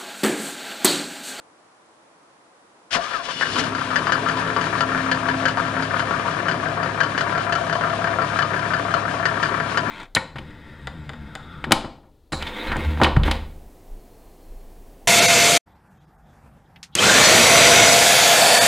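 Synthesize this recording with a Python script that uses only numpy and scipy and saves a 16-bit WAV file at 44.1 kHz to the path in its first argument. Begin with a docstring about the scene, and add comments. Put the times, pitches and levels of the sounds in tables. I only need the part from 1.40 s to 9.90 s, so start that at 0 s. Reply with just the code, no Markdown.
"""Cold start of a six-cylinder diesel

A car is started in a quiet street, heard by a microphone pair set low behind the tailpipe, left side to the car.
The starter grinds and whines through noise, tones and a ringing pinion; clunks and combustion knocks
ring the modes of the block. The exhaust hums in tones locked to the engine cycle over low, puffed noise,
a drone swells, a body panel buzzes, and far traffic lies behind as coloured noise.
"""
import sys
import numpy as np
from scipy import signal
from scipy.fft import rfft, irfft
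from scipy.io import wavfile
from scipy.ndimage import map_coordinates

SR = 44100
rng = np.random.default_rng(int(sys.argv[2]) if len(sys.argv) > 2 else 0)


def inscribe(sig):
    """Save sig as 16-bit PCM at rate SR to the path in sys.argv[1].

    A 1-D sig is mono; a 2-D sig holds one channel per row.
    Samples are clipped to [-1, 1] before scaling.
    """
    pcm = np.round(np.clip(np.atleast_2d(sig).T, -1, 1) * 32767)
    wavfile.write(sys.argv[1], SR, pcm.astype(np.int16))


N = 374850   # samples, 8.5 s


def from_db(db):
    """Decibels to gain."""
    return 10 ** (np.asarray(db) / 20)


def rms_one(x):
    """Scale to unit power."""
    return x / np.sqrt(np.mean(x ** 2) + 1e-20)


def in_time(rows, fade_s):
    """Columns joined by lines, and a gate that opens at the first row."""
    s, *columns = np.transpose(rows)
    t = np.arange(N) / SR
    gate = np.clip((t - s[0]) / fade_s, 0, 1)
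    return [np.interp(t, s, c) for c in columns] + [gate]


def at_hz(points):
    """A table over frequency, read at every FFT bin along a logarithmic axis."""
    hz = np.maximum(np.arange(N // 2 + 1) * SR / N, 1)
    table_hz, value = np.transpose(points)
    return np.interp(np.log(hz), np.log(table_hz), value)


def coloured(x, spectrum):
    """Filter by a spectrum; rms 1."""
    return rms_one(irfft(rfft(x) * from_db(at_hz(spectrum)), N))


def drift(rate):
    """Slow chance of spread about 1: a smooth curve through `rate` random knots a second."""
    knots = rng.standard_normal(400)
    return map_coordinates(knots, [np.arange(N) / SR * np.clip(rate, 0, 40)], order=3)


def ring(push, hz, t60):
    """A resonance: a unit click sets a sine of height about 1 ringing, 60 dB down after t60 seconds."""
    r, w = from_db(-60 / (t60 * SR)), 2 * np.pi * hz / SR
    return signal.lfilter([0, np.sin(w)], [1, -2 * r * np.cos(w), r * r], push + 1e-18)


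def dying(clicks, t60):
    """Each click leaves an envelope that decays."""
    return signal.lfilter([1], [1, -from_db(-60 / (t60 * SR))], clicks + 1e-18)


# crank speed, and the exhaust hum that goes with it:
# start_s, firing_rate_hz, hum_db (relative)
CRANK_SPEED = [(2.05, 28.0, -45), (2.2, 36.14, -39), (2.45, 33.22, -42), (2.65, 36.79, -38),
               (3, 36.93, -39), (3.5, 35.46, -38.5), (4.1, 35.52, -38), (4.7, 34.71, -38.1),
               (5.1, 34.65, -38.4), (6.5, 34.62, -38.4), (8.5, 34.72, -38.6)]


def crank():
    """The crank's turning adds up to firings counted from cylinder one, at every sample."""
    turned = np.cumsum(in_time(CRANK_SPEED, fade_s=1)[0]) / SR
    firings_at_catch = 0.84   # crank position at the first row
    return turned - turned[round(CRANK_SPEED[0][0] * SR)] + firings_at_catch


# cylinders in firing order, each with its usual knock before chance:
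# level_db (relative), pitch_hz (where it rings most), treble_db (against the peak)
CYLINDERS = [(-18, 1610, -23), (-19, 1453, -22.5), (-19.5, 1104, -26), (-28.5, 950, -27.5),
             (-20, 1168, -33), (-15, 1276, -32.5)]
# hard knocks, when cold fuel lights late and all at once:
# start_s, peak_db (relative), treble_db (against the peak)
HARD_KNOCKS = [(2.011, -7, -23), (2.1576, -16, -12), (2.1821, -16, -12), (2.238, -17, -14),
               (2.3494, -15.5, -17), (2.5047, -15, -20), (2.5583, -7.5, -15), (2.6693, -8.5, -24),
               (2.7215, -6, -15), (2.887, -10.5, -18.5), (2.9702, -12, -23), (3.1638, -7, -24.5),
               (3.212, -17.5, -12), (3.3278, -10.5, -30), (3.4071, -6.5, -14.5), (3.548, -9.5, -35),
               (3.5767, -12.5, -25), (3.7145, -7.5, -14.5), (3.8858, -11, -21), (4.054, -6.5, -17),
               (4.0823, -17.5, -8), (4.1719, -9, -26), (4.4239, -12.5, -18.5), (4.5944, -12, -18.5),
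               (4.709, -10, -31), (5.0836, -8.5, -19.5), (5.113, -14.5, -17.5), (5.2574, -13.5, -38),
               (5.4, -12, -36), (5.4299, -14.5, -20), (5.6038, -7, -17), (5.6328, -13.5, -15),
               (5.7777, -9.5, -15.5), (5.8083, -10.5, -16.5), (5.896, -13, -27), (5.978, -13.5, -18),
               (6.1234, -9, -14.5), (6.1522, -14, -14), (6.297, -15, -18), (6.3267, -16.5, -12),
               (6.353, -9.5, -26), (6.41, -10, -27), (6.4372, -9, -30), (6.6426, -10, -23.5),
               (6.6724, -11, -27), (6.7861, -8.5, -38), (6.8172, -17, -19), (6.9893, -6.5, -20.5),
               (7.0206, -15, -13.5), (7.3358, -9, -22), (7.5394, -10, -18), (7.5659, -11, -37),
               (7.8549, -5, -18), (7.9127, -12, -37), (8.0288, -9.5, -14), (8.142, -12, -30),
               (8.2005, -9.5, -26), (8.3731, -7, -15.5)]
# clunks while the starter engages and cranks, and a bounce just after the first hard knock:
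# start_s, peak_db (relative), pitch_hz (where it rings most), treble_db (against the peak)
CLUNKS = [(1.5076, -32, 1520, -5), (1.5286, -24, 1660, 0), (1.549, -11, 960, -26), (1.7113, -24, 1500, -21),
          (1.7353, -20.5, 1470, -15), (1.8861, -19.5, 1040, -12), (1.907, -21, 1570, -7),
          (2.026, -15.5, 1630, -27)]


def knock_list():
    """One knock a firing, in its cylinder's manner and never twice alike; hard knocks and clunks are given."""
    timing_spread_s, level_spread_db, pitch_spread_octaves, treble_spread_db = 0.001222, 2, 0.082, 4
    firings, t = crank(), np.arange(N) / SR
    number = np.arange(int(firings[-1]) + 1)
    chance = np.minimum(rng.standard_normal((len(number), 4)), 1.3)
    level_db, pitch_hz, treble_db = np.array(CYLINDERS)[number % 6].T
    rows = np.c_[np.interp(number, firings, t) + timing_spread_s * chance[:, 0],
                 level_db + level_spread_db * chance[:, 1],
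                 pitch_hz * 2 ** (pitch_spread_octaves * chance[:, 2]),
                 treble_db + treble_spread_db * chance[:, 3]]
    # a hard knock takes the place of the nearest firing and keeps its cylinder's pitch
    hard = np.array(HARD_KNOCKS)
    nearest = np.round(np.interp(hard[:, 0], t, firings)).astype(int)
    rows[nearest[:, None], [0, 1, 3]] = hard
    return np.r_[CLUNKS, rows[rows[:, 0] < t[-1]]]


# ringing modes of the block and covers: pitch_hz, level_db (relative), t60_s
BLOCK_MODES = [(365.5, -10, 0.077), (437, -6.5, 0.047), (525, -8.5, 0.12), (571.5, -11, 0.14),
               (952, -5, 0.081), (996.6, -6.5, 0.16), (1134.6, 1, 0.049), (1227, -5.5, 0.13),
               (1316, -6, 0.046), (1363, -1, 0.073), (1459, -5, 0.035), (1520, 1.5, 0.025),
               (1605, -1.5, 0.054), (1720, -1, 0.047), (1816, -3.5, 0.054), (1876, -15.5, 0.058),
               (2073, -3.5, 0.018), (2340, -8.5, 0.022), (2338, -10.5, 0.05), (2725, -25.5, 0.061),
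               (2975, -11, 0.025), (3080, -14, 0.037), (3460, -21.5, 0.036), (4240, -15, 0.023),
               (4570, -18, 0.018), (4780, -16.5, 0.042), (5050, -21, 0.024)]
# colour of the noisy edge of a knock: pitch_hz, level_db (per Hz, relative)
CRACK_COLOUR = [(800, -42), (2000, -13), (3000, 2), (4700, -6), (6000, -3), (8000, -12.5), (11500, -36)]
# valve gear between the knocks: start_s, clatter_db (relative), whir_db (relative)
VALVE_GEAR = [(1.5, -53, -61), (1.56, -25.5, -48), (1.7, -28, -39), (1.93, -33, -48.5), (2.18, -34, -34),
              (2.32, -34, -39), (2.73, -24.5, -37), (4.6, -24.5, -39.5), (5.3, -25.5, -41),
              (8.5, -25.5, -39.5)]
# colour of the valve gear's whir: pitch_hz, level_db (per Hz, relative)
WHIR_COLOUR = [(470, -24), (800, -10), (978, -9), (1060, -4), (1340, -10.5), (1650, -5), (2000, -16),
               (2360, -9.5), (2550, -12), (3050, -12), (10500, -32), (11100, -37.5), (11500, -110),
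               (15000, -99), (22000, -120)]


def block(knock_rows):
    """Each knock is a steep pressure rise and a rough afterburn; steady clatter rings the same modes."""
    s, peak_db, favoured_hz, treble_db = knock_rows.T
    at = np.round(s * SR).astype(int)
    clatter_db, whir_db, turning = in_time(VALVE_GEAR, fade_s=0.0048)
    chance = rng.standard_normal((len(s), len(BLOCK_MODES)))
    heavy_walls, stiff_parts, clatter = np.zeros((3, N))
    # small impacts, about 300 a second, shared by all modes
    taps = (rng.random(N) < 300 / SR) * rng.random(N)
    grains = rms_one(0.4 + dying(taps, t60=0.008))
    for k, (hz, db, t60) in enumerate(BLOCK_MODES):
        stiff = hz > 2500
        # the cylinder's place favours some modes
        nearness = np.exp(-(np.log2(hz / favoured_hz) / 0.29) ** 2)
        # hard knocks reach the small stiff parts
        brightness = stiff * (treble_db + 31.5)
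        blows = np.zeros(N)
        blows[at] = from_db(peak_db + db - 20 + 11.95 * nearness + brightness + 1.8 * chance[:, k])
        rough = rng.standard_normal(N) * grains
        afterburn = dying(blows, t60=0.094) * rough
        rung = ring(0.54 * blows + 0.071 * afterburn, hz, t60)
        if stiff:
            stiff_parts += rung
        else:
            heavy_walls += rung
        # the same grains serve the clatter, moved by 9000 samples
        clatter += from_db(db - 24 * stiff) * ring(np.roll(rough, shift=9000), hz, t60)
    # the walls take a few cycles to get going and lose their sharp edge
    wall_band = signal.butter(4, [420, 2500], "band", fs=SR, output="sos")
    stiff_band = signal.butter(2, [2200, 7000], "band", fs=SR, output="sos")
    knocks = signal.sosfilt(wall_band, heavy_walls) + signal.sosfilt(stiff_band, stiff_parts)
    cracks = np.zeros(N)
    cracks[at] = from_db(peak_db + treble_db - 6)
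    crack = dying(cracks, t60=0.079) * coloured(rng.standard_normal(N), CRACK_COLOUR)
    whir = from_db(whir_db + 5 + 1.6 * drift(25)) * coloured(rng.standard_normal(N), WHIR_COLOUR)
    # parts rattle most just after a firing
    shaken = np.zeros(N)
    shaken[at] = from_db(0.28 * (peak_db + 11))
    loose = 0.8 + dying(shaken, t60=0.09)
    clatter = from_db(clatter_db - 4.5 + 2.4 * drift(30)) * rms_one(loose * clatter)
    return knocks + crack + turning * (clatter + whir)


# exhaust tones; unlike cylinders fill in between the firing tones:
# order (multiple of the six-firing cycle rate), level_db (relative)
EXHAUST_TONES = [(6, -42), (12, -6.5), (15, -18), (17, -14), (18, 3.5), (19, -28), (20, -16), (21, -5),
                 (22, -19.5), (23, -6), (24, -4), (25, -18), (26, -4.1), (27, 1), (28, -20), (29, -8),
                 (30, -1), (31, -10.5), (32, -15), (33, -5), (34, -18.5), (35, -12.5), (36, -19), (38, -8),
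                 (39, -12), (42, -10.5), (43, -17), (45, -9), (49, -11.5), (51, -10.5), (53, -7.5)]
# low noise: the starter's clunk at 1.56 s, then puffs of exhaust flow from about 1.9 s:
# start_s, level_db (relative)
LOW_NOISE = [(1.5, -67), (1.56, -30.5), (1.65, -51), (1.85, -47), (1.91, -40.5), (2.14, -33.5),
             (2.18, -25.5), (2.44, -34), (2.6, -30), (3.3, -33), (3.7, -33), (8.5, -33)]
# colour of the low noise before its filters: pitch_hz, level_db (per Hz, relative)
LOW_NOISE_COLOUR = [(24, -50.5), (40, -23), (54, -21.5), (75, -18), (102, -2.5), (129, -6.5), (161, 3.5),
                    (215, -5), (253, 3.5), (334, -3.5), (426, -4), (473, -9), (519, -8.5), (563, -13.5),
                    (640, -3.5), (830, -30), (1410, -120)]


def exhaust():
    """Tones on the engine cycle, and low noise beating at the firing rate: a starter clunk, then puffs of flow."""
    _, hum_db, running = in_time(CRANK_SPEED, fade_s=0.031)
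    firings = crank()
    # delay of the exhaust wave in the pipe, in cycles
    cycles = firings / len(CYLINDERS) + 0.468
    hum = np.zeros(N)
    for order, db in EXHAUST_TONES:
        level = from_db(db + 1.7 * drift(4.4))
        # the long pipe lets the higher tones out first, so each cycle sweeps downward
        turns = order * cycles + 0.026 * order ** 2 + 0.74 + 0.065 * drift(6.2)
        hum += level * np.sin(2 * np.pi * turns)
    noise_db, sounding = in_time(LOW_NOISE, fade_s=0.017)
    beat = 1 + 0.084 * np.sin(2 * np.pi * (firings + 0.81))
    noise = coloured(beat * rng.standard_normal(N), LOW_NOISE_COLOUR)
    # once running, the muffler holds back the deep part of the flow noise
    muffler = signal.butter(2, 220, fs=SR, output="sos")
    noise = noise - 0.47 * running * signal.sosfiltfilt(muffler, noise)
    # the small pipe mouth radiates little deep bass
    mouth = signal.butter(4, 75, "high", fs=SR, output="sos")
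    noise = signal.sosfilt(mouth, noise)
    noise_level = from_db(noise_db - 1 + 1.3 * drift(5.2))
    return running * from_db(hum_db - 2) * hum + sounding * noise_level * noise


# swells in pipe and floor pan, as the firing rate wanders past their resonances:
# start_s, length_s, pitch_hz, level_db (relative)
DRONE_SWELLS = [(2.23, 0.28, 265, -41), (2.462, 0.18, 255.4, -41), (2.7, 0.6, 263, -40.5),
                (2.654, 1, 439.6, -42.5), (3.345, 1, 262, -35), (4.184, 0.68, 262, -39)]


def drone():
    """Each resonant swell is a slightly unsteady tone that rises, holds and fades."""
    t, waver, out = np.arange(N) / SR, 0.086 * drift(8), 0
    for s, length, hz, db in DRONE_SWELLS:
        part = (t - s) / length
        # rises over 11 % of its length, fades over the last 40 %
        swell = np.clip(np.minimum(part / 0.11, (1 - part) / 0.4), 0, 1)
        out = out + from_db(db) * swell * np.sqrt(2) * np.sin(2 * np.pi * (hz * t + waver))
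    return from_db(3.3 * drift(10)) * out


# body panel buzz: start_s, level_db (relative)
PANEL_BUZZ = [(1.5, -46), (1.58, -21.5), (1.67, -52), (1.77, -30), (1.97, -46), (2.22, -39), (3.3, -34.5),
              (4.2, -33), (5.25, -30.5), (5.6, -35), (5.92, -27), (7.2, -33), (7.54, -29.5), (8.5, -35.5)]


def panel(knock_rows):
    """A thin panel sings on one mode, shaken afresh by every knock."""
    buzz_db, shaken = in_time(PANEL_BUZZ, fade_s=0.036)
    blows = np.zeros(N)
    blows[np.round(knock_rows[:, 0] * SR).astype(int)] = from_db(0.42 * (knock_rows[:, 1] + 9))
    flicker_db = 1.5 * drift(4)
    shake = (0.5 + dying(blows, t60=0.052)) * rng.standard_normal(N)
    buzz = rms_one(ring(shake, hz=680.2, t60=0.067))
    return shaken * from_db(buzz_db - 1 + flicker_db) * buzz


# grinding of the starter: start_s, level_db (relative)
STARTER_GRIND = [(1.505, -38), (1.533, -23), (1.553, -24), (1.589, -43), (1.815, -44), (1.837, -38),
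                 (2.153, -34.5), (2.183, -29), (2.28, -44)]
# colour of the grinding teeth: pitch_hz, level_db (per Hz, relative)
TEETH_COLOUR = [(880, -18.5), (1500, -9), (1660, -7), (2000, -11.5), (2590, -11.5), (2840, -10),
                (5160, -14), (10700, -32.5), (11200, -51), (11500, -67), (15000, -94), (22000, -120)]
# gear mesh and pinion: start_s, pitch_hz (whine, before its wobble), whine_db, pinion_db
STARTER_WHINE = [(1.57, 980, -48, -50), (1.62, 1170, -32, -52), (1.67, 1240, -37, -51),
                 (1.72, 1450, -54, -41), (1.75, 1320, -26, -42), (1.81, 1030, -29.5, -46),
                 (1.85, 950, -56, -46), (1.89, 1050, -43, -44), (1.95, 1250, -51, -39),
                 (2.28, 1700, -62, -40)]
# ringing modes of the pinion: pitch_hz, level_db (relative), t60_s
PINION_MODES = [(2930, 0, 0.18), (3460, -3, 0.045), (4400, -6, 0.055), (5200, -10, 0.13)]


def starter():
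    """Grinding teeth, a mesh whine that sags under each compression, and the ringing pinion."""
    grind_db, engaged = in_time(STARTER_GRIND, fade_s=0.0056)
    whine_hz, whine_db, pinion_db, turning = in_time(STARTER_WHINE, fade_s=0.01)
    grind = from_db(grind_db + 2 + 2.7 * drift(34.54)) * coloured(rng.standard_normal(N), TEETH_COLOUR)
    # the pitch wobbles by 18 Hz rms
    wobble_hz = 18 * rms_one(ring(rng.standard_normal(N), hz=37.4, t60=0.038))
    mesh = np.cumsum(whine_hz + wobble_hz) / SR
    whine = (1 + 0.62 * drift(38.23)) * np.sin(2 * np.pi * mesh)
    # a second gear pair, at 1.35 times the pitch
    whine = whine + 0.5 * np.sin(2.7 * np.pi * mesh)
    pinion = sum(from_db(db) * rms_one(ring(rng.standard_normal(N), hz, t60))
                 for hz, db, t60 in PINION_MODES)
    released = np.clip((STARTER_GRIND[-1][0] - np.arange(N) / SR) / 0.032, 0, 1)
    gears = from_db(whine_db) * whine + from_db(pinion_db) * pinion
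    return released * (engaged * grind + turning * gears)


def car(knock_rows):
    """All that sounds in the car adds up."""
    return exhaust() + drone() + panel(knock_rows) + starter() + block(knock_rows)


# likeness of the car at the two microphones: pitch_hz, likeness (0 to 1)
CAR_LIKENESS = [(60, 1), (125, 0.87), (250, 0.82), (500, 0.72), (1000, 0.68), (2000, 0.13), (4000, 0.67),
                (8000, 0.62), (11000, 0.22)]
# balance of the car between the microphones: pitch_hz, level_db (left over right)
CAR_BALANCE = [(60, -6), (110, 3.5), (190, 2.5), (340, 1.5), (610, 6.5), (1100, 12), (1970, 11.5),
               (3520, 10.5), (6290, 10), (11200, 0.5)]


def under_car(near, far):
    """The right side is shadowed, hears late, and gets part of the sound from other faces of the car."""
    alike, shade = np.clip(at_hz(CAR_LIKENESS), 0, 1), from_db(-at_hz(CAR_BALANCE))
    right_late_s = 0.000045
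    late = np.exp(-2j * np.pi * np.arange(N // 2 + 1) * SR / N * right_late_s)
    left = rfft(near)
    right = shade * late * (alike * left + np.sqrt(1 - alike ** 2) * rfft(far))
    # evens out the mean of the two sides
    return irfft([left, right] / (0.5 + 0.5 * shade * alike), N)


# colour of far traffic: pitch_hz, level_db (per Hz, relative)
STREET_COLOUR = [(18, -64), (30, -40), (65, -25), (151, -14), (237, -11.5), (262, -11), (327, -5),
                 (390, -12.5), (430, -7), (475, -8), (1030, -6.5), (2710, -21), (10400, -28), (11500, -36),
                 (15000, -73), (22000, -120)]
# likeness of the street at the two microphones: pitch_hz, likeness (-1 to 1)
STREET_LIKENESS = [(60, 0.89), (170, 0.93), (490, 0.58), (1390, 0.091), (3950, -0.29), (11200, 0.2)]


def street():
    """Far traffic as coloured noise, alike on both sides mainly in the bass."""
    mid, side = rfft(rng.standard_normal((2, N))) * from_db(at_hz(STREET_COLOUR))
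    alike = np.clip(at_hz(STREET_LIKENESS), -1, 1)
    common, opposed = np.sqrt(1 + alike) * mid, np.sqrt(1 - alike) * side
    return from_db(-53) * rms_one(irfft([common + opposed, common - opposed], N))


def scene():
    """Car and street; both microphones hear the same knocks, with roughness of their own."""
    knock_rows = knock_list()
    return under_car(near=car(knock_rows), far=car(knock_rows)) + street()


def top_cut(x):
    """Nothing passes above the cut-off."""
    return signal.sosfilt(signal.butter(12, 11850, fs=SR, output="sos"), x)


def record(dry):
    """Peaks are rounded, then the top is cut by a steep low-pass."""
    rounded = 1.122 * np.tanh(dry / 1.26)
    low_pass = signal.cheby2(14, 50, 11900, fs=SR, output="sos")
    mix = signal.sosfilt(low_pass, rounded)
    return top_cut(mix)


dry = scene()
out = record(dry)
inscribe(out)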